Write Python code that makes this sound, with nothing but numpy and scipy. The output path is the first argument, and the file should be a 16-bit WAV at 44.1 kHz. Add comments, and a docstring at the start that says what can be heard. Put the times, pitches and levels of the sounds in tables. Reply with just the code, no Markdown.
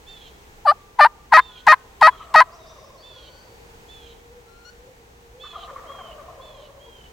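"""Six loud, raspy turkey yelps sound close by and overload the microphone, in woods before dawn.
Each yelp comes from a vibrating membrane that starts high, breaks to a low note and breaks up again.
Far off, male turkeys gobble twice: a few barks, then a rattle that sinks as the breath runs out.
Small birds call and whistle, a dove coos, and the tree trunks scatter their voices into echoes.
Underneath, the tyres and an engine on a distant road hum in the still air."""
import sys
import numpy as np
from scipy import signal
from scipy.fft import rfft, irfft
from scipy.io import wavfile
from scipy.ndimage import uniform_filter1d

SR = 44100
rng = np.random.default_rng(int(sys.argv[2]) if len(sys.argv) > 2 else 0)


def to_wav(s):
    """Save 16-bit WAV."""
    ch = np.atleast_2d(s).T  # columns
    pcm = np.round(np.clip(ch, -1, 1) * 32767)  # PCM
    wavfile.write(sys.argv[1], SR, pcm.astype(np.int16))


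N = 313992
T = np.arange(N) / SR
TOP_HZ = 16000  # treble above this is cut


def undb(db):
    """Turn decibels (dB) into a factor to multiply a sound by."""
    return 10 ** (np.asarray(db) / 20)


def unit(x):
    """Scale a signal to an average power of 1."""
    return x / np.sqrt(np.mean(x ** 2) + 1e-18)


def colour(x, points):
    """Shape the tone of a sound along a curve of (Hz, dB) points."""
    size = x.shape[-1]
    hz = np.maximum(np.fft.rfftfreq(size, 1 / SR), 1)
    point_hz, point_db = np.transpose(points)
    gain = undb(np.interp(np.log(hz), np.log(point_hz), point_db))
    return irfft(rfft(x) * gain, size)


def wander(rate_hz, size=N):
    """A smooth random wobble of typical size 1 that changes about rate_hz times a second."""
    hz = np.fft.rfftfreq(size, 1 / SR)
    return unit(irfft(rfft(rng.standard_normal(size)) / (1 + (hz / rate_hz) ** 4), size))


def cycle(hz):
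    """The phase of a moving pitch: how far its wave has turned."""
    return 2 * np.pi * np.cumsum(hz) / SR


def swell(progress, edge):
    """Fade in and out as progress goes from 0 to 1; each fade takes the share given by edge."""
    return np.sin(np.pi / 2 * np.clip(np.minimum(progress, 1 - progress) / edge, 0, 1)) ** 2


def pan(x, db):
    """Make a sound this many dB louder on the left than on the right."""
    return x * undb(np.array([[db], [-db]]) / 2)


def add(out, start, x):
    """Mix x into out from a start time in seconds."""
    i = max(int(start * SR), 0)
    out[..., i:i + x.shape[-1]] += x[..., :max(N - i, 0)]


def woods(x, t60):
    """Trunks scatter echoes, partly alike in both ears, that fade by 60 dB in t60 seconds."""
    t = T[:2 * SR]
    trunks = rng.standard_normal((3, len(t))) * np.exp(1.1 * rng.standard_normal(len(t)))
    echo = (trunks[:2] + 1.1 * trunks[2]) * undb(-60 * t / t60) * (1 - np.exp(-t / (.015 * t60)))
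    echo /= np.sqrt(np.sum(echo ** 2, axis=1, keepdims=True))
    return signal.fftconvolve(np.atleast_2d(x), echo, axes=1)[:, :N]


def air(level_db=-50.5):
    """Low rumble and faint hiss swell slowly; the bass is alike in both ears."""
    # The tone of still air. Each row: frequency in Hz, relative level in dB.
    tone = [(13, -28.5), (22, 0), (59, 1.5), (92, -5.5), (302, -13), (430, -6), (618, -17), (792, -10.5),
            (1230, -21), (2080, -21.5), (5170, -28), (6440, -26), (11000, -36.5), (16000, -32)]
    # Its stereo width. Each row: frequency in Hz, level in dB of the side part against the middle.
    width = [(50, -31), (130, -8.5), (400, -6.5), (1500, 5), (6000, -2), (12000, -4)]
    middle, side = colour(rng.standard_normal((2, N)), tone)
    both = unit(middle) + colour(unit(side), width) * np.array([[1], [-1]])
    return both * undb(level_db + 1.08 * wander(1.0))


def engine():
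    """A far engine drones, swelling and fading on the air."""
    # Its low tones. Each row: pitch in Hz, level in dB.
    tones = [(58.5, -63), (118, -66)]
    drift = 1 + .012 * wander(3)
    return np.sqrt(2) * sum(undb(db + 2 * wander(1.2)) * np.sin(cycle(hz * drift)) for hz, db in tones)


def tyres(whine_hz):
    """Tyres sing on a far road, wavering on their way through the woods."""
    # How the whine swells and fades. Each row: time in seconds, relative level in dB.
    loudness = [(0, -67), (1, -63), (3.4, -61.5), (3.6, -50), (3.85, -57), (4, -50.5), (4.6, -55),
                (6.4, -57), (7.12, -63.5)]
    times, db = np.transpose(loudness)
    whine = np.sqrt(2) * np.sin(cycle(whine_hz * (1 + .011 * wander(14))))
    return (undb(-4) * whine + undb(-2.5) * woods(whine, t60=.63)) * undb(np.interp(T, times, db))


def gliding_notes(notes, bend, waver, waver_hz):
    """Bird notes slide from one pitch to another; a sixth column, if given, adds overtones."""
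    out, t = np.zeros(N), T[:SR // 2]
    for start, length, first_hz, last_hz, db, *overtones_db in notes:
        progress = np.minimum(t / length, 1)
        hz = last_hz + (first_hz - last_hz) * (1 - progress) ** bend
        phase = cycle(hz * (1 + waver * wander(waver_hz, len(t))))
        note = np.sin(phase)
        for over_db in overtones_db:
            for k, strength in [(2, .35), (3, .9), (4, .45), (5, .2)]:
                note += undb(over_db) * strength * np.sin(k * phase)
        add(out, start, np.sqrt(2) * undb(db) * note * swell(progress, .15))
    return out


def far_birds():
    """A songbird, thin rising whistles and a dove; the further the bird, the more of it is echo."""
    # Each row: start and length in seconds, first and last pitch in Hz, relative level in dB.
    song_notes = [(2.22, 0.11, 7630, 7840, -65), (2.42, 0.073, 7700, 7850, -80),
                  (2.515, 0.054, 4090, 6070, -52.5), (2.575, 0.16, 3850, 3650, -55.5),
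                  (2.66, 0.057, 3980, 6140, -51), (2.82, .07, 4220, 5780, -57.5),
                  (2.975, 0.061, 4220, 4700, -51), (3.22, 0.24, 4250, 4630, -58)]
    dove_notes = [(4.29, 0.12, 468, 501, -50.5), (4.79, 0.15, 482, 510, -50),
                  (5.32, 0.133, 458.4, 515, -50), (5.69, 0.051, 554, 523, -49.5)]
    # The same columns, then the strength of the overtones in dB.
    whistle_notes = [(1.46, 0.4, 1436, 1530, -60.5, -17), (3.1, 0.38, 1418, 1520, -65, 1),
                     (4.45, 0.26, 1334, 1447, -60, -10), (4.645, 0.062, 1418, 1472, -50, -2.5)]
    song = gliding_notes(song_notes, bend=1.9, waver=.03, waver_hz=350)
    whistles = gliding_notes(whistle_notes, bend=1.1, waver=.012, waver_hz=120)
    coos = gliding_notes(dove_notes, bend=1.84, waver=.027, waver_hz=40)
    return (undb(-6.5) * pan(song, 1.2) + undb(-4) * woods(song, t60=1.3)
            + pan(whistles, 8.5) + undb(-9.5) * woods(whistles, t60=.25)
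            + undb(-1) * pan(coos, .33) + undb(-12) * woods(coos, t60=.82))


def small_bird():
    """Each call leaps to its top pitch, sinks slowly and frays into a rasp."""
    # Each row: start and length in seconds, rough top pitch in Hz, relative level in dB, rasp (0 to 1).
    calls = [(0.058, .25, 3630, -46.5, 0.89), (1.382, 0.25, 3654, -46.5, 0.76),
             (1.991, .28, 3490, -51.5, .84), (3.015, 0.3, 3577, -49, 0.84), (3.872, 0.28, 3550, -50, 0.93),
             (5.389, 0.29, 3550, -44.5, 0.89), (5.856, .30, 3284, -49.5, 0.4),
             (6.394, 0.3, 3535, -53, 0.99), (6.784, .32, 3280, -53, .35)]
    # The tones in a call. Each row: multiple of the main pitch, relative level in dB.
    tones = [(1 / 2, -21), (3 / 4, -14), (7 / 8, -17), (1, 0), (9 / 8, -20), (5 / 4, -16), (3 / 2, -26),
             (2, -22)]
    fray_tone = [(2000, -28.5), (3000, -2.5), (3500, -5.5), (4000, -1), (4700, -22.5),
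                 (7000, -22), (10000, -41.5)]
    out, t = np.zeros((2, N)), T[:SR // 2]
    for start, length, top_hz, db, rasp in calls:
        progress = np.minimum(t / length, 1)
        leap = .18 * np.exp(-progress / .068)
        sink = (.098 + .11 * rasp) * progress ** 1.2
        wobble = 1 + (.006 + .04 * progress ** 3) * wander(600, len(t))
        phase = cycle(top_hz * (1.028 - leap - sink) * wobble)
        call = np.zeros(len(t))
        for k, tone_db in tones:
            strength = 1 if k == 1 else rasp * (1 + .5 * wander(80, len(t)))
            call += strength * undb(tone_db) * np.sin(k * phase)
        call *= undb(rasp * (6 - 16 * progress) + 3 * progress)
        call *= 1 + .6 * progress * wander(70, len(t))
        fray = unit(colour(rng.standard_normal(len(t)), fray_tone))
        call += undb(-1) * (rasp * progress) ** 2 * fray
        add(out, start, pan(call * undb(db) * swell(progress, .1233), -5))
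    return out + undb(-10) * woods(out, t60=.8)


def gobble_note(pitch_hz, throat_hz, low_db, high_db):
    """One short, falling note: a plain low tone under hoarse overtones that ring near throat_hz."""
    # The tone of the overtones. Each row: multiple of throat_hz, relative level in dB.
    throat_shape = [(.6, -26.5), (0.801, -11.5), (1, 7.5), (1.1, -2), (1.28, -15), (1.55, -16),
                    (2.199, -24), (3.4, -37)]
    t = T[:SR // 10]
    progress = t / .048
    phase = cycle(pitch_hz * (1 + .14 * (.5 - progress) + .05 * wander(180, len(t))))
    hoarse = sum(np.sin(k * phase / 2) * (1 + .9 * wander(70, len(t))) * (.6 if k % 2 else 1)
                 for k in range(3, 10))
    throat = [(multiple * throat_hz, db) for multiple, db in throat_shape]
    voice = undb(low_db) * unit(np.sin(phase)) + undb(high_db) * unit(colour(hoarse, throat))
    return voice * swell(progress, .17)


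def rattle(start, rate, low_db, high_db, accent_db, throat_hz, count=22):
    """A run of notes, weak and strong in turn, that sinks and dulls as the breath runs out."""
    out = np.zeros(N)
    for k, (pitch_luck, low_luck, high_luck) in enumerate(rng.standard_normal((count, 3))):
        spent = k / (count - 1)
        stress_db = accent_db if k % 2 else -accent_db
        pitch_hz = (651 - 114 * spent ** 2) * (1 + .066 * pitch_luck)
        low = low_db + stress_db - 8 * spent ** 2 - .04 * low_luck
        high = high_db + stress_db - 18 * spent - .04 * high_luck
        add(out, start + k / rate, gobble_note(pitch_hz, throat_hz - 206.2 * spent, low, high))
    return out


def gobbles(throat_hz=1170):
    """Male turkeys open with a few barks and run into a rattle, blurred by distance."""
    # Each row: start in seconds, pitch in Hz, level of the low tone and of the overtones in dB.
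    barks = [(2.12, 672, -54, -40), (2.194, 627.5, -62.5, -38), (5.432, 495, -56.5, -41),
             (5.525, 666, -51, -38), (5.56, 718, -43.5, -43.5), (5.618, 724, -46, -44),
             (5.671, 517.7, -52, -40), (5.705, 540, -44, -59), (5.755, 518.4, -50, -39.5)]
    # Each row: start in seconds, notes per second, opening level of the low tone and of the
    # overtones in dB, accent in dB (taken away and added in turn).
    rattles = [(2.235, 17.4, -51, -46, .5), (5.832, 20.4, -45.5, -41.5, 2)]
    out = sum(rattle(*row, throat_hz) for row in rattles)
    for start, pitch_hz, low_db, high_db in barks:
        add(out, start, gobble_note(pitch_hz, throat_hz, low_db, high_db))
    return pan(out + undb(-4) * woods(out, t60=1.3), 1.8)


def yelp_click(t, start, down):
    """The membrane parts with a click; a puff of air follows just before the voice breaks down."""
    click_tone = [(300, -9.5), (1800, 2), (5000, -3.5), (15000, -25)]
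    puff_tone = [(30, -6), (90, 0), (300, -2), (700, -18), (2000, -50)]
    since = t - start + .003
    click = unit(colour(rng.standard_normal(len(t)), click_tone))
    click *= (since > 0) * np.exp(-np.abs(since) / .008)
    puff = unit(colour(rng.standard_normal(len(t)), puff_tone))
    puff *= np.exp(-((t - down + .006) / .0043) ** 2)
    return click + undb(-7) * puff


def yelp(start, down, up, end, held_hz, effort, click_db):
    """A membrane starts high, breaks down to a reedy held note, and breaks up as the push ends."""
    # How the throat rings at full effort. Each row: frequency in Hz, boost or cut in dB.
    throat = [(330, -46), (600, -14), (850, -3), (1230, -1.5), (1550, -1), (1850, 1), (2500, -11.5),
              (3200, -24.5), (4400, -21.5), (5600, -42), (6300, -52), (7200, -52), (8800, -37),
              (10000, -46), (11400, -37), (12600, -55), (15000, -63)]
    t = start - .05 + T[:SR // 4]
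    size, ease = len(t), 1 - effort
    snap = .0025 + .0075 * ease  # a gentle yelp slides where a hard one snaps
    held = np.interp(t, [down - snap, down, up, up + snap], [0, 1, 1, 0])  # 1 during the low note
    # A gentle yelp is lower and weaker at its edges.
    entry_hz, exit_hz = held_hz * (1.68 - .15 * ease ** 2), held_hz * (1.635 - .22 * ease ** 2)
    held_db, edge_db = -6.3 - 1.7 * ease ** 2, -5.9 - 14 * ease ** 2
    high_hz = np.interp(t, [start, down, up, end],
                        [entry_hz, .7 * entry_hz, (1 - .28 * ease) * exit_hz, exit_hz])
    # The held note creeps upwards, and sags early on when the push is gentle.
    sag = np.interp(t, [down, down + .012, up], [1 + .03 * ease, 1 - .03 * ease, 1 + .03 * ease])
    low_hz = held_hz * (1 + .45 * (t - (down + up) / 2)) * sag
    # The vibration is uneven, most of all after the second break.
    unrest = np.interp(t, [start, down, down + .006, up - .004, up], [.5, .85, .44, .44, 1])
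    unrest *= .5 + .5 * effort
    wobble = 1 + .04 * unrest * wander(700, size) + .003 * wander(70, size)
    hz = (held * low_hz + (1 - held) * high_hz) * wobble
    phase = cycle(hz)
    k = np.arange(1, 25)[:, None]  # multiples of the pitch
    strengths = undb(-12.5 * (1 - held) * (k > 1) - .4 * np.maximum(k - 8, 0)) * (k * hz < TOP_HZ)
    buzz = np.sum(strengths * np.sin(k * phase), axis=0)
    # The low vibration keeps beating against the high one, and air tears through once a cycle.
    beating = np.sin(cycle(low_hz * (1 + .1 * wander(200, size))))
    buzz *= 1 + unrest * (1 - held) * .62 * beating
    buzz *= 1 + .18 * unrest * wander(400, size)
    hiss = colour(rng.standard_normal(size), [(2000, 0), (4500, 3), (9000, 8)])
    rasp = unrest * (.7 + .6 * held) * hiss * (1 + .7 * np.sin(phase))
    # Effort opens the throat's upper ring, so a gentle yelp is duller.
    opening = [(1250, .01), (1750, -21 * ease), (2400, -25 * ease), (3000, -9 * ease),
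               (3600, -18 * ease), (4700, .00037), (6200, -9 * ease), (8800, -3 * ease),
               (12000, -12 * ease)]
    voice = colour(colour(buzz + rasp, throat), opening)
    voice /= np.sqrt(uniform_filter1d(voice ** 2, size=SR // 140) + 1e-12)  # even out the level
    # A faint flutter comes before the full push of breath.
    early, late = np.maximum(start - t, 0), np.maximum(t - end, 0)
    push = (np.exp(-early / .0016) + .07 * np.exp(-early / .009)) * np.exp(-late / .0027)
    push *= np.interp(t, [start, start + .005, end - .009, end], [.33, .92, .92, .35])
    # A gentle note swells to its middle instead of holding level.
    push *= undb(-9 * ease ** 2 * held * ((2 * t - down - up) / (up - down)) ** 2)
    level = undb(edge_db + held * (held_db - edge_db))
    return push * level * voice + undb(click_db) * yelp_click(t, start, down)


def hen():
    """A female turkey yelps close by; the nearest trunks slap back and far trees echo faintly."""
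    # Each row: start, break down, break up and end in seconds, held pitch in Hz,
    # effort (0 to 1), relative level of the opening click in dB.
    yelps = [(.654, .675, .711, .726, 588, .15, -60), (.991, 1.011, 1.047, 1.070, 598, .7, -42),
             (1.323, 1.339, 1.371, 1.402, 631, .95, -46), (1.670, 1.685, 1.723, 1.743, 622, 1, -27),
             (2.015, 2.029, 2.072, 2.095, 630, .8, -28), (2.344, 2.361, 2.405, 2.426, 633, .85, -27)]
    # The right microphone faces away from her. Each row: frequency in Hz, level change in dB.
    shadow = [(500, -2), (1200, -2.6), (2000, -3.4), (4500, -3), (8000, -5), (12000, -6.5)]
    out = np.zeros(N)
    for row in yelps:
        add(out, row[0] - .05, yelp(*row))
    direct = undb(1.3) * np.array([out, colour(out, shadow)])
    slap = undb(-20) * woods(out, t60=.04)
    dulled = colour(out, [(900, -1), (1200, -1), (1800, -10), (6000, -8)])
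    return direct + slap + undb(-35.5) * woods(dulled, t60=.8)


def scene():
    """All the voices of the woods, over the road and the still air."""
    return hen() + gobbles() + small_bird() + far_birds() + tyres(whine_hz=469) + air() + engine()


def record(dry):
    """The microphone overloads, flattening the loudest peaks, and the highest treble is cut."""
    clipped = dry / (1 + dry ** 16) ** (1 / 16)
    return signal.sosfilt(signal.ellip(8, .2, 70, TOP_HZ, fs=SR, output="sos"), clipped)


dry = scene()
out = record(dry)
to_wav(out)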